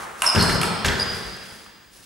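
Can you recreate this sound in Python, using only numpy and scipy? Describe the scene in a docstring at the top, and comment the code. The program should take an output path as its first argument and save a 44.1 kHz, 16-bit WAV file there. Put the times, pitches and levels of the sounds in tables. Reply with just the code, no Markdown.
"""A table tennis ball is driven, skips off the table and is returned, in an echoing sports hall.
Each stroke rings the bat's wooden blade and the ball's shell, then slaps back off a wall.
Both players land heavily on the sprung floor; their rubber soles slap, squeak and scuff.
The hall rings on after everything, over the fading tail of earlier play, room tone and a thin whine."""
import sys
import numpy as np
from scipy import signal
from scipy.fft import rfft, irfft
from scipy.io import wavfile

SR = 44100
rng = np.random.default_rng(int(sys.argv[2]) if len(sys.argv) > 2 else 0)


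def to_wav(s):
    """Save 16-bit WAV."""
    ch = np.atleast_2d(s).T  # columns
    pcm = np.round(np.clip(ch, -1, 1) * 32767)  # PCM
    wavfile.write(sys.argv[1], SR, pcm.astype(np.int16))


N = 90404
T = np.arange(N) / SR
BIN_HZ = np.fft.rfftfreq(N, 1 / SR)


def from_db(db):
    """Decibels to gain."""
    return 10 ** (np.asarray(db) / 20)


def unit_rms(x):
    """Scale to rms 1."""
    return x / np.sqrt(np.mean(x ** 2) + 1e-20)


def at_hz(curve, hz):
    """Read a curve on a log-frequency axis."""
    freqs, values = np.transpose(curve)
    return np.interp(np.log(hz + 1), np.log(freqs), values)


def noise(spectrum):
    """Steady noise of a given colour, rms 1."""
    return unit_rms(irfft(rfft(rng.standard_normal(N)) * from_db(at_hz(spectrum, BIN_HZ)), N))


def drift(rate_hz):
    """Smooth random modulation, rms 1."""
    lowpass = signal.butter(2, rate_hz, fs=SR, output="sos")
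    return unit_rms(signal.sosfilt(lowpass, rng.standard_normal(N)))


def envelope(start, attack, decay):
    """Percussive rise and exponential tail."""
    age = np.maximum(T - start, 0)
    return (1 - np.exp(-age / attack)) * np.exp(-age / decay) + 1e-18


def contact(start, decay):
    """A short rough burst of force."""
    return 0.83 * envelope(start, 0.083 * decay, decay) * rng.standard_normal(N)


def resonate(x, hz, width_hz):
    """Two like resonators in series, each width_hz wide; keeps the energy of the drive."""
    radius, angle = np.exp(-np.pi * width_hz / SR), 2 * np.pi * hz / SR
    stage = [1, 0, -1, 1, -2 * radius * np.cos(angle), radius ** 2]
    return unit_rms(signal.sosfilt([stage, stage], x)) * np.sqrt(np.mean(x ** 2))


# Stereo image of the hall: (frequency [Hz], left-right correlation [0..1])
CORRELATION = [(60, .82), (130, .86), (300, .66), (600, .58), (1300, .54), (4000, .68), (10000, .72)]

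def diffuse(mid, side):
    """Two unrelated noises become a stereo field, narrowest in the bass and treble."""
    alike = at_hz(CORRELATION, BIN_HZ)
    centre = rfft(mid) * np.sqrt((1 + alike) / 2)
    spread = rfft(side) * np.sqrt((1 - alike) / 2)
    return irfft(centre + spread * [[1], [-1]], N)


# Colours of the leading reverb tail and the room tone: (frequency [Hz], spectral level [dB])
TAIL_EQ = [(24, -47), (40, -10), (211, -4.5), (284, -11.5), (382, -1), (454, 1.5), (514, -4), (1230, 4),
           (4340, -20), (9840, -20), (15000, -37)]
AIR_EQ = [(18, -33), (30, 1), (288, 0.5), (978, -21), (1650, -3.5), (4310, -36), (4900, -32),
          (6360, -13), (15000, -23)]

def background(tail_db=-34, fade_db_per_s=34, air_db=-57.5, whine_hz=15625, whine_db=-67):
    """The bed: the fading ring of earlier play, the air of the hall and a faint electrical whine."""
    tail = from_db(tail_db - fade_db_per_s * T) * diffuse(noise(TAIL_EQ), noise(TAIL_EQ))
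    air = from_db(air_db) * diffuse(noise(AIR_EQ), noise(AIR_EQ))
    whine = from_db(whine_db) * np.sqrt(2) * np.sin(2 * np.pi * whine_hz * T)
    return tail + air + whine


# Reverb time of the hall: (frequency [Hz], t60 [s])
HALL_T60 = [(60, 0.88), (200, 1.56), (600, 1.34), (1500, 1.68), (3000, 2.09), (5000, 1.64), (8500, 0.76),
            (14000, 0.47)]
# Tone of the reverb return: (frequency [Hz], gain [dB])
HALL_EQ = [(60, -7.5), (200, 1), (600, 5.5), (1400, 1), (2800, -1), (5000, -1.5), (8500, -4),
           (14000, -22.5)]

def hall(send, predelay_s=0.0017, build_s=0.0065):
    """Dense reflections build up, then die at their own rate in each half octave."""
    field = rfft(diffuse(*rng.standard_normal((2, N))))
    centres = np.geomspace(40, 16000, 18)
    response = np.zeros((2, N))
    for hz, weights in zip(centres, np.eye(len(centres))):
        shape = envelope(predelay_s, build_s, at_hz(HALL_T60, hz) / np.log(1000))
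        band = irfft(field * np.interp(np.log(BIN_HZ + 1), np.log(centres), weights), N)
        response += band * from_db(at_hz(HALL_EQ, hz)) * shape / np.sqrt(np.sum(shape ** 2))
    return signal.fftconvolve(response, send[None], axes=1)[:, :N]


# Slides of the soles: (peak time [s], half length [s], level [dB])
SCUFFS = [(0.023, 0.021, -40), (0.25, 0.045, -36), (0.26, 0.015, -31), (0.427, 0.032, -28),
          (0.531, 0.025, -29.5), (0.64, .02, -30.5), (1.002, 0.045, -42.5), (1.145, 0.043, -41),
          (1.26, 0.096, -44), (1.455, 0.012, -50), (1.54, 0.086, -45.5), (1.67, 0.014, -71),
          (1.963, 0.029, -47), (2.04, 0.028, -48.5)]
# Colour of the friction hiss: (frequency [Hz], spectral level [dB])
SCUFF_EQ = [(300, 0), (1200, -2), (3000, -2), (5500, 0.5), (7500, -3.5), (10500, 0.5), (13000, -11),
            (16000, -22)]

def scuffs(grain_db=2, grain_hz=160, trim_db=-4.5):
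    """Sliding soles hiss with a slight grain, scattered by floor and walls."""
    swell = sum(from_db(db) * np.exp(-.5 * ((T - peak) / half) ** 2) for peak, half, db in SCUFFS)
    hiss = diffuse(noise(SCUFF_EQ), noise(SCUFF_EQ))
    return swell * hiss * from_db(grain_db * drift(grain_hz) + trim_db)


# Shoe squeaks: (time [s], length [s], level [dB], start pitch [Hz], end pitch [Hz], waver [Hz],
# hall send [dB])
SQUEAKS = [(0.2634, .017, -15.5, 5190, 5150, 105, 0), (0.2870, .022, -17.5, 5090, 5090, 70, 1.5),
           (0.3900, .056, -25.5, 4330, 4290, 145, 2), (0.4090, .027, -25, 4760, 4740, 150, 0),
           (0.9965, .036, -21.5, 4890, 4910, 80, -1.5)]
# Overtones of a squeak: (harmonic [number], level [dB])
OVERTONES = [(2, -17), (3, -40)]

def squeaks(edge_s=.003, waver_rate_hz=170, chatter_hz=95, chatter_depth=0.66, trim_db=-2):
    """Rubber sticks and slips in a wavering, chattering whistle: (direct, hall send)."""
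    out = np.zeros((2, N))
    for start, length, db, start_hz, end_hz, waver_hz, send_db in SQUEAKS:
        end = start + length
        hz = np.interp(T, [start, end], [start_hz, end_hz]) + waver_hz * drift(waver_rate_hz)
        phase = 2 * np.pi * np.cumsum(hz) / SR
        grip = np.clip(np.minimum(T - start, end - T) / edge_s + .5, 0, 1)
        chatter = 1 + chatter_depth * np.sin(2 * np.pi * chatter_hz * (T - start) + 0.77 * drift(90))
        tone = np.sin(phase) + sum(from_db(level) * np.sin(k * phase) for k, level in OVERTONES)
        out += np.sqrt(2) * grip * chatter * tone * from_db([[db], [db + send_db]])
    return from_db(trim_db) * out


# Landings: (time [s], thud [dB], floor boom [dB], boom pitch [Hz], sole clatter [dB], decay [s])
FOOTFALLS = [(0.349, -17.5, -25, 81, -23, 0.083), (0.376, -30.5, -20, 170.8, -31, 0.051),
             (0.494, -29.5, -36, 213, -20, 0.013), (0.553, -22, -24.5, 207.4, -47, 0.026),
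             (0.8455, -29, -25.5, 111, -21, 0.071), (0.857, -52, -20, 71, -52, 0.063),
             (0.990, -34.5, -37, 60.6, -31.5, 0.017), (1.054, -40.5, -45, 185.5, -41, 0.075),
             (1.242, -50, -37.5, 54.3, -46.5, 0.07), (1.518, -41, -51, 103, -60, 0.011)]
# Weight of the thud: (frequency [Hz], spectral level [dB])
THUD_EQ = [(25, -14), (50, -12), (100, 5), (150, 3), (210, 6.5), (260, -11), (320, -7.5), (430, -5),
           (700, -13), (1500, -7), (4000, -88)]
# Bite of the clatter: (frequency [Hz], spectral level [dB])
CLATTER_EQ = [(100, 4.5), (450, -4.5), (800, -6), (1100, -5.5), (1550, 0.5), (2000, -1.5), (2500, -15),
              (3500, -9), (5500, -13.5), (8000, -23.5), (12000, -21), (16000, -63)]
# Sharp slaps and taps of the soles: (time [s], level [dB], centre [Hz], nominal width [Hz], decay [s])
SLAPS = [(0.35, -20.5, 6740, 1400, 0.0012), (0.3595, -12, 1840, 1190, .001),
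         (0.8454, -22, 3970, 3050, 0.0005), (0.848, -11.5, 1300, 1171, 0.0027),
         (0.8545, -18, 2400, 1980, 0.0075), (0.8606, -21.5, 6200, 2970, 0.0072),
         (0.866, -26, 8700, 3000, 0.0026), (0.883, -16.5, 2820, 1440, 0.0065),
         (1.662, -35, 1260, 580, 0.0032)]

def footfalls(attack_s=0.00033, boom_attack_s=0.0017):
    """Landings thud and set the sprung floor booming; soles clatter and slap: (floor, soles)."""
    floor, soles = np.zeros((2, N))
    thud, clatter = noise(THUD_EQ), noise(CLATTER_EQ)
    for start, thud_db, boom_db, boom_hz, clatter_db, decay in FOOTFALLS:
        impact = envelope(start, attack_s, decay)
        boom = envelope(start, boom_attack_s, decay) * np.sin(2 * np.pi * boom_hz * (T - start))
        floor += from_db(thud_db) * impact * thud + from_db(boom_db) * boom
        soles += from_db(clatter_db) * impact * clatter
    for start, db, hz, width, decay in SLAPS:
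        soles += from_db(db) * resonate(contact(start, decay), hz, 2 * width)
    return floor, soles


CONTACT_DECAY_S = 0.0021

def strike(start, modes):
    """The ball's impact rings a set of modes: (direct, hall send)."""
    out = np.zeros((2, N))
    for hz, db, t60, send_db in modes:
        width_hz = 2.69 * np.log(1000) / np.pi / t60
        ring = resonate(contact(start, CONTACT_DECAY_S), hz, width_hz)
        ring = unit_rms(ring) * np.sqrt(0.0046 / T[-1])   # the energy of 4.6 ms at rms 1
        out += ring * from_db([[db], [db + send_db]])
    return out


# Knock of the wooden blade: (pitch multiple [ratio], level [dB], nominal t60 [s], hall send [dB])
BLADE_MODES = [(0.371, -8.5, 0.0066, 11.5), (.52, -7.5, 0.0071, 3.5), (1, -3.5, 0.0098, 2.5),
               (1.16, -8.5, 0.0034, 5)]
# Ping of the ball's shell: (frequency [Hz], level [dB], nominal t60 [s], hall send [dB])
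SHELL_MODES = [(7000, -11, 0.002, -2), (8440, -8.5, .010, 7.5), (9750, -11, 0.0093, -1),
               (10950, -7.5, 0.0025, 12)]
# Bat strokes: (time [s], blade [dB], shell [dB], blade pitch [Hz], hall send [dB], wall echo delay [s],
# echo blade [dB], echo shell [dB])
STROKES = [(0.2197, -16, -15, 2724, 1, 0.0221, -20.5, -27),
           (0.6145, -22, -22.5, 2564, 3, .0172, -18.5, -26.5)]

def ball(bounce_s=.4252, bounce_db=-20.5, crack_db=-30, band_hz=(560, 11600)):
    """Strokes ring blade and shell, with a wall slapback; the bounce rings only the shell."""
    out = from_db(bounce_db) * strike(bounce_s, SHELL_MODES)   # rows: direct, hall send
    for start, blade_db, shell_db, pitch, send_db, delay, echo_blade_db, echo_shell_db in STROKES:
        blade = [(pitch * ratio, db, t60, send) for ratio, db, t60, send in BLADE_MODES]
        wood = strike(start, blade) + from_db(crack_db) * contact(start, CONTACT_DECAY_S)
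        hit = from_db(blade_db) * wood + from_db(shell_db) * strike(start, SHELL_MODES)
        out += hit * from_db([[0], [send_db]])
        slapback = from_db(echo_blade_db) * strike(start + delay, blade)
        slapback += from_db(echo_shell_db) * strike(start + delay, SHELL_MODES)
        out[0] += slapback[0]   # no hall send
    return signal.sosfilt(signal.butter(4, band_hz, "band", fs=SR, output="sos"), out)


def scene(floor_send_db=-1.5):
    """Mix ball and shoes, direct and through the hall, over the bed."""
    floor, soles = footfalls()
    sliding = scuffs()
    direct, send = ball() + squeaks() + soles
    send = send + from_db(floor_send_db) * floor + sliding.mean(axis=0)
    return direct + floor + sliding + hall(send) + background()


# Imbalance of the two microphone ports: (frequency [Hz], left minus right [dB])
PORT_BALANCE = [(70, 6.3), (190, 4), (450, 1), (1200, -.3), (5000, -.4)]
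# Phase between the ports: (frequency [Hz], left lead [rad])
PORT_PHASE = [(70, -.25), (190, -.7), (450, -.72), (1200, -.42), (3500, -.15), (9000, 0)]

def record(dry, low_cut_hz=28.5, high_cut_hz=15900):
    """Microphone chain: two unequal ports, low cut, soft-clipped peaks, steep high cut."""
    hz, sides = np.fft.rfftfreq(2 * N, 1 / SR), np.array([[.5], [-.5]])
    ports = from_db(sides * at_hz(PORT_BALANCE, hz)) * np.exp(1j * sides * at_hz(PORT_PHASE, hz))
    heard = irfft(rfft(dry, 2 * N) * ports)[:, :N]
    heard = signal.sosfilt(signal.butter(4, low_cut_hz, "high", fs=SR, output="sos"), heard)
    rounded = 0.74 * np.tanh(heard / 0.64)
    return signal.sosfilt(signal.ellip(10, .2, 80, high_cut_hz, fs=SR, output="sos"), rounded)


dry = scene()
out = record(dry)
to_wav(out)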